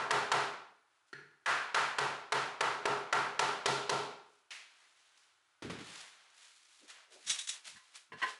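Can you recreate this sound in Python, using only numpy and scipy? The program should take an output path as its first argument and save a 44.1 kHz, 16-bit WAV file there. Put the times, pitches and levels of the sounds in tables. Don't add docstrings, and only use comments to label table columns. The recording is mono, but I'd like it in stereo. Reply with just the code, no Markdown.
import sys
import numpy as np
from scipy import signal
from scipy.fft import rfft, irfft, next_fast_len
from scipy.io import wavfile
from scipy.ndimage import uniform_filter1d

SR = 44100
rng = np.random.default_rng(int(sys.argv[2]) if len(sys.argv) > 2 else 0)


def transcribe(u):
    v = np.clip(np.atleast_2d(u).T, -1, 1)
    q = np.round(v * 32767).astype(np.int16)
    wavfile.write(sys.argv[1], SR, q)


N = 369979
RING_SIZE = SR * 4 // 5
AGE = np.arange(RING_SIZE) / SR
TIME = np.arange(N) / SR

# pitch_hz, t60_s
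ROOM_T60 = [(100, 0.5), (300, 0.57), (1000, 0.59), (2200, 0.55), (4500, 0.51), (10000, 0.39)]
# pitch_hz, likeness (0-1)
LEFT_RIGHT_LIKENESS = [(100, 1), (350, 0.97), (700, 0.82), (1400, 0.59), (2800, 0.45), (5500, 0.19),
                       (9000, 0.42)]
# pitch_hz, relative_db
AIR_COLOUR = [(18, -60), (30, -45.5), (93, -16.5), (264, -31), (291, -14), (466, -17.5), (540, -18.5),
              (596, -14), (1490, -2.5), (1680, -9.5), (11000, -23.5), (14300, -62.5), (22000, -120)]

# start_s, level_db, seated (how firmly the joint is seated, 0-1), treble_db
BLOWS = [(-0.1, -29, 0.51, -5.5), (0.107, -29, 0.56, -1.5), (0.3164, -28.5, 0.51, -1.5),
         (1.4595, -28, 0.04, -6), (1.7446, -28, 0.2, -4), (1.9839, -31, 0.54, -1.5),
         (2.321, -30.5, 0.47, -2), (2.6066, -30, 0.49, -3), (2.8544, -31, 0.73, -2.5),
         (3.1262, -29, 0.49, -4.5), (3.392, -29, 0.58, 0), (3.6577, -29.5, 0.92, 7),
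         (3.8938, -31.5, 0.99, 6)]
BLOW_COLOUR_HZ = [300, 750, 1600, 3600]
# pitch_hz, relative_db
FRAME_COLOUR = [(30, -34), (60, -40), (90, -27), (140, -19), (280, -16.5), (400, -8.5), (560, -9.5),
                (850, -3), (1350, -2.5), (2100, -7.5), (4200, -12.5), (7000, -20.5), (11000, -30)]
# pitch_hz, relative_db
CRACK_COLOUR = [(40, -51.5), (150, -62), (420, -10.5), (800, -7.5), (1200, -4), (2200, -8), (3600, -9),
                (6000, -16), (11000, -27.5)]
# pitch_hz, relative_db
FRAME_MODES = [(136, -57.5), (390, -67.5), (420, -53.5), (506, -65), (524, -62.5), (674, -53.5),
               (708, -60.5), (734, -53.5), (878, -54), (902, -47.5), (935, -59), (1003, -54.5),
               (1034, -56.5), (1133, -55.5), (1243, -57), (1333, -47.5), (1374, -56), (1399, -53),
               (1539, -53), (1553, -68), (1683, -55.5), (1949, -53.5)]
# pitch_hz, width_hz, relative_db
JOINT_MODES = [(409.5, 10, 5), (910, 81, -7), (1368, 67, -0.5)]

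# middle_s, level_db, half_length_s, treble_db
STROKES = [(0.964, -77.5, 0.051, -11), (1.085, -78, 0.015, 11), (4.327, -78.5, 0.08, 10),
           (4.8, -66, 0.12, -8), (5.0, -67.5, 0.051, -5), (5.185, -67.5, 0.12, -7.5), (5.5, -76.5, .13, -8),
           (5.956, -49.5, 0.098, -7), (6.19, -64, 0.16, -13.5), (6.428, -59.5, 0.058, 0.5),
           (6.55, -71, 0.091, 12), (6.762, -68, 0.11, 9.5), (6.902, -49.5, 0.014, -4.5),
           (6.968, -60.5, 0.064, -16.5), (7.138, -58, 0.023, 1), (7.237, -61, 0.043, 2),
           (7.333, -45, 0.039, 0), (7.536, -50, 0.03, -3), (7.675, -46.5, 0.018, 2.5),
           (7.767, -61, 0.02, 1), (7.883, -65, 0.071, -4), (7.959, -50.5, 0.012, 2),
           (8.205, -56.5, 0.022, -26), (8.289, -44.5, 0.02, -12.5)]
# pitch_hz, relative_db
RUB_COLOUR = [(60, -51), (250, -26.5), (600, -11.5), (1500, -2), (3500, 1.5), (7000, -2.5), (11000, -10)]

# start_s, level_db
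AIM_TOUCHES = [(1.129, -50)]
# pitch_hz, width_hz, relative_db
AIM_MODES = [(143, 7.3, -1), (413, 26, -4.5), (890, 93, -13.5), (1420, 33, -0.5), (1705, 56, 0),
             (4300, 59, -11), (5910, 140, -20.5)]
# pitch_hz, relative_db
AIM_COLOUR = [(40, -33), (140, -10.5), (230, -9), (380, 3.5), (560, -27), (1100, -23), (1400, 2.5),
              (1800, 2.5), (2400, -7), (4300, -17.5), (11000, -36)]

# start_s, level_db
SET_DOWNS = [(4.506, -46.5)]
# pitch_hz, relative_db
SET_DOWN_COLOUR = [(60, -56), (250, -22.5), (600, -14), (1500, -2), (2400, 4), (3400, -1.5), (6000, -5.5),
                   (11000, -17)]
# start_s, level_db, pitch_hz
TICKS = [(4.815, -66.5, 1800), (4.965, -77, 4000), (5.049, -71, 3000), (5.174, -67.5, 5100)]
# start_s, level_db, treble_db
LEG_LANDINGS = [(5.622, -45.5, 0), (5.647, -46.5, -13), (5.697, -43, -0.5), (5.786, -52, 2),
                (5.804, -56, 12)]
# pitch_hz, relative_db
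LEG_COLOUR = [(40, -27), (90, -11), (150, -4.5), (280, -6), (430, -8.5), (600, -18), (1600, -14),
              (4000, -19.5), (11000, -34.5)]

# middle_s, level_db, half_length_s, pitch_hz
BUMPS = [(6.841, -65.5, 0.018, 298), (7.165, -65.5, 0.04, 405), (7.302, -67.5, 0.03, 188),
         (7.706, -75, 0.022, 160), (7.759, -65, 0.014, 119), (8.149, -60, 0.02, 138)]
# middle_s, level_db, half_length_s
SCRAPES = [(7.279, -38, .008), (7.303, -27.5, .0055), (7.345, -47, .012), (7.391, -35, .0035),
           (7.416, -45, .005), (7.445, -51, .008), (7.476, -40, .003), (7.494, -35, .0055),
           (7.535, -49, .013)]
# pitch_hz, width_hz, relative_db
TOOL_MODES = [(3440, 81, 2), (3720, 25, -3), (3790, 71, 5.5), (5610, 19, 10), (6200, 41, -11),
              (6200, 38, 6), (6900, 53, 2), (8030, 64, 2.5), (8600, 160, -10), (8500, 170, -7),
              (9340, 89, -1), (10130, 210, -7.5)]
# pitch_hz, relative_db
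TOOL_COLOUR = [(100, -45), (300, -33), (700, -21), (1800, -2), (3600, -1), (7500, -1), (11000, -25)]
# start_s, level_db, bass_db
BATTEN_KNOCKS = [(7.759, -56, -28), (8.12, -46, 11.5), (8.217, -36.5, -18), (8.225, -31, 2),
                 (8.263, -54, 9)]
# pitch_hz, width_hz, relative_db
BATTEN_MODES = [(431, 28, -13), (1030, 26, 0), (1550, 20, -5), (1710, 37, -3), (1935, 40, -2),
                (2150, 16, -7), (2760, 64, -13), (2990, 46, -15), (4260, 27, -16), (5220, 53, -26),
                (8350, 89, -35)]
# pitch_hz, relative_db
BATTEN_COLOUR = [(50, -35), (150, -22.5), (400, -13), (700, -6), (1100, -13), (1900, -14), (3000, -4.5),
                 (6000, -25), (11000, -51)]


def from_db(db):
    return 10 ** (np.asarray(db) / 20)


def rms_one(x):
    return x / np.sqrt(np.mean(x ** 2) + 1e-20)


def at_hz(points, size=RING_SIZE):
    hz, value = np.transpose(points)
    frequencies = np.arange(size // 2 + 1) * SR / size + 0.0013
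    return np.interp(np.log(frequencies), np.log(hz), value)


def resonant(modes, size=RING_SIZE):
    f = np.arange(size // 2 + 1) * SR / size + 1e-3
    power = sum(from_db(db) ** 2 / (1 + ((f - hz ** 2 / f) / width) ** 2) for hz, width, db in modes)
    return np.sqrt(power)


def stereo_noise(size=RING_SIZE, spread=0.97):
    alike = np.clip(1 - spread * (1 - at_hz(LEFT_RIGHT_LIKENESS, size)), -1, 1)
    mid, side = rfft(rng.standard_normal((2, size)))
    return np.sqrt(1 + alike) * mid + np.sqrt(1 - alike) * side * [[1], [-1]]


def steady(colour, spread, modes=(), ring_db=0):
    size = 2 * next_fast_len(N // 2 + 1, real=True)
    gain = from_db(at_hz(colour, size)) + from_db(ring_db) * resonant(modes, size)
    return rms_one(irfft(stereo_noise(size, spread) * gain)[:, :N])


def swell(middle_s, half_length_s):
    return np.exp(-.5 * np.minimum(((TIME - middle_s) / half_length_s) ** 2, 100))


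def grit(depth_db, size):
    return from_db(depth_db * rms_one(uniform_filter1d(rng.standard_normal(N), size=size)))


def add(out, start_s, sound):
    start = round(start_s * SR)
    first, last = max(start, 0), min(start + sound.shape[1], N)
    out[:, first:last] += sound[:, first - start:last - start]


def dying(t60, hold):
    return from_db(-60 * (np.sqrt(AGE ** 2 + hold ** 2) - hold) / t60)


def lingering(power, t60):
    keep = from_db(-60 / (t60 * SR)) ** 2
    return signal.lfilter([1 - keep], [1, -keep], power)


def reverberant(spectrum, hold, rise):
    spectrum = spectrum / np.std(irfft(spectrum))
    out = 0
    for hz, t60 in ROOM_T60:
        band = at_hz([(other, other == hz) for other, _ in ROOM_T60])
        out = out + irfft(spectrum * band) * dying(t60, hold)
    return out * (1 - np.exp(-(AGE / rise) ** 2))


def burst(spectrum, length, rise=0.00056):
    chatter = rms_one(irfft(spectrum))
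    return chatter * (1 - np.exp(-AGE / rise)) / (1 + (AGE / length) ** 6)


def knock(gain, direct_db, length, hold):
    direct = burst(stereo_noise(spread=0.53) * gain, length, rise=0.00048)
    return from_db(direct_db) * direct + reverberant(stereo_noise() * gain, hold, rise=0.01)


def still_air(level_db=-74.5):
    return from_db(level_db) * steady(AIR_COLOUR, spread=1.0)


def frame_modes(colour, build_cycles=5.2, t60=0.42, hold=.06):
    out = np.zeros((2, RING_SIZE))
    for hz, db in FRAME_MODES:
        strength_db, detune_hz, turn, apart = rng.normal(0, [1.5, 1.5, 1, 1])
        tint_db = np.interp(np.log(hz), np.log(BLOW_COLOUR_HZ), colour)
        left_right = apart * min(hz / 3500, 1) * np.array([[1], [-1]])
        phase = 2 * np.pi * ((hz + detune_hz) * AGE + turn) + left_right
        build = 1 - np.exp(-np.minimum(AGE * hz / build_cycles, 10) ** 2)
        out += from_db(db + tint_db + strength_db) * np.sin(phase.astype(np.float32)) * build
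    return out * dying(t60, hold)


def mallet(modes_db=38.0, wash_db=-1.04, crack_db=6.0, crack_s=0.0095, joint_db=9.0, shared=0.55):
    slip_loss_db, slip_ends = 12.5, .15
    out = np.zeros((2, N))
    usual_crack, usual_wash = stereo_noise(spread=0.43), stereo_noise()
    kept, new = np.sqrt([shared, 1 - shared])
    frame = from_db(at_hz(FRAME_COLOUR))
    for start_s, level_db, seated, treble_db in BLOWS:
        bass_db = np.interp(seated, [0, 1], [-10, 12])
        low_mid_db = np.interp(seated, [0, 1], [-6.5, 7])
        colour = [bass_db, low_mid_db, 0, treble_db]
        tint = from_db(at_hz(list(zip(BLOW_COLOUR_HZ, colour))))
        even = np.linalg.norm(frame) / np.linalg.norm(frame * tint)
        tint = tint * np.hypot(1, seated * from_db(joint_db) * resonant(JOINT_MODES))

        crack_noise = kept * usual_crack + new * stereo_noise(spread=0.46)
        crack = burst(crack_noise * from_db(at_hz(CRACK_COLOUR)) * tint, crack_s)
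        slip_db = slip_loss_db * np.exp(-seated / slip_ends)

        wash_noise = kept * usual_wash + new * stereo_noise()
        wash = reverberant(wash_noise * frame * tint, hold=0.12, rise=0.016)
        ringing = from_db(wash_db) * wash + even * from_db(modes_db) * frame_modes(colour)
        add(out, start_s, from_db(level_db) * (from_db(crack_db - slip_db) * crack + ringing))
    return out


def rubbing(dull_grain_db=0.5, bright_grain_db=3.1, split_hz=1500, room_db=-0.5, t60=0.38):
    hiss = steady(RUB_COLOUR, spread=1.39)
    dull = signal.sosfilt(signal.butter(1, split_hz, fs=SR, output="sos"), hiss)
    bright = hiss - dull
    strokes = [(from_db(level_db) * swell(middle_s, half_length_s), treble_db)
               for middle_s, level_db, half_length_s, treble_db in STROKES]
    out = 0
    for noise, tilt, grain_db in ((dull, -.5, dull_grain_db), (bright, .5, bright_grain_db)):
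        power = sum((level * from_db(tilt * treble_db)) ** 2 for level, treble_db in strokes)
        tail = from_db(room_db) * np.sqrt(lingering(power, t60))
        out = out + noise * np.hypot(np.sqrt(power) * grit(grain_db, size=200), tail)
    return out


def aim(ring_db=10.0):
    out = np.zeros((2, N))
    body = from_db(at_hz(AIM_COLOUR)) + from_db(ring_db) * resonant(AIM_MODES)
    for start_s, level_db in AIM_TOUCHES:
        add(out, start_s, from_db(level_db) * knock(body, direct_db=9.5, length=0.009, hold=0.072))
    return out


def set_down():
    out = np.zeros((2, N))
    gain = from_db(at_hz(SET_DOWN_COLOUR))
    for start_s, level_db in SET_DOWNS:
        add(out, start_s, from_db(level_db) * knock(gain, direct_db=1.0, length=0.018, hold=0.075))
    return out


def ticks():
    out = np.zeros((2, N))
    for start_s, level_db, hz in TICKS:
        gain = resonant([(hz, hz / 2, 0)])
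        add(out, start_s, from_db(level_db) * knock(gain, direct_db=2.0, length=0.0086, hold=.01))
    return out


def legs():
    out = np.zeros((2, N))
    for start_s, level_db, treble_db in LEG_LANDINGS:
        gain = from_db(at_hz(LEG_COLOUR) + at_hz([(400, 0), (1400, treble_db)]))
        add(out, start_s, from_db(level_db) * knock(gain, direct_db=3.0, length=0.014, hold=0.021))
    return out


def bumps():
    out = np.zeros(N)
    for middle_s, level_db, half_length_s, hz in BUMPS:
        band = signal.butter(2, [hz / 1.23, hz * 1.78], "band", fs=SR, output="sos")
        thud = rms_one(signal.sosfilt(band, rng.standard_normal(N)))
        out += from_db(level_db) * swell(middle_s, half_length_s) * thud
    return out


def tool(room_db=1.5, grain_db=2.0, ring_t60=0.14):
    shaking = sum(from_db(level_db) * swell(middle_s, half_length_s)
                  for middle_s, level_db, half_length_s in SCRAPES)
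    tail = np.sqrt(lingering(shaking ** 2, ring_t60))
    grain = rms_one(grit(grain_db, size=40))
    metal = steady(TOOL_COLOUR, spread=0.99, modes=TOOL_MODES, ring_db=7)
    return metal * np.hypot(shaking * grain, from_db(room_db) * tail)


def batten(ring_db=25, damped_t60=0.54):
    out = np.zeros((2, N))
    body = from_db(at_hz(BATTEN_COLOUR)) + from_db(ring_db) * resonant(BATTEN_MODES)
    damping = from_db(-60 * AGE / damped_t60)
    for start_s, level_db, bass_db in BATTEN_KNOCKS:
        gain = body * from_db(at_hz([(250, bass_db), (1000, 0)]))
        clack = knock(gain, direct_db=-0.5, length=0.026, hold=0.01)
        add(out, start_s, from_db(level_db) * clack * damping)
    return out


def scene():
    chair_work = mallet() + rubbing() + aim() + set_down() + ticks() + legs()
    return still_air() + chair_work + bumps() + tool() + batten()


def record(dry, ceiling=0.14, low_cut_hz=40, top_cut_hz=11200):
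    low_cut = signal.butter(2, low_cut_hz, "high", fs=SR, output="sos")
    thinned = signal.sosfilt(low_cut, dry)
    rounded = ceiling * np.tanh(thinned / ceiling)
    top_cut = signal.ellip(12, .2, 75, top_cut_hz, fs=SR, output="sos")
    return signal.sosfilt(top_cut, rounded)


dry = scene()
out = record(dry)
transcribe(out)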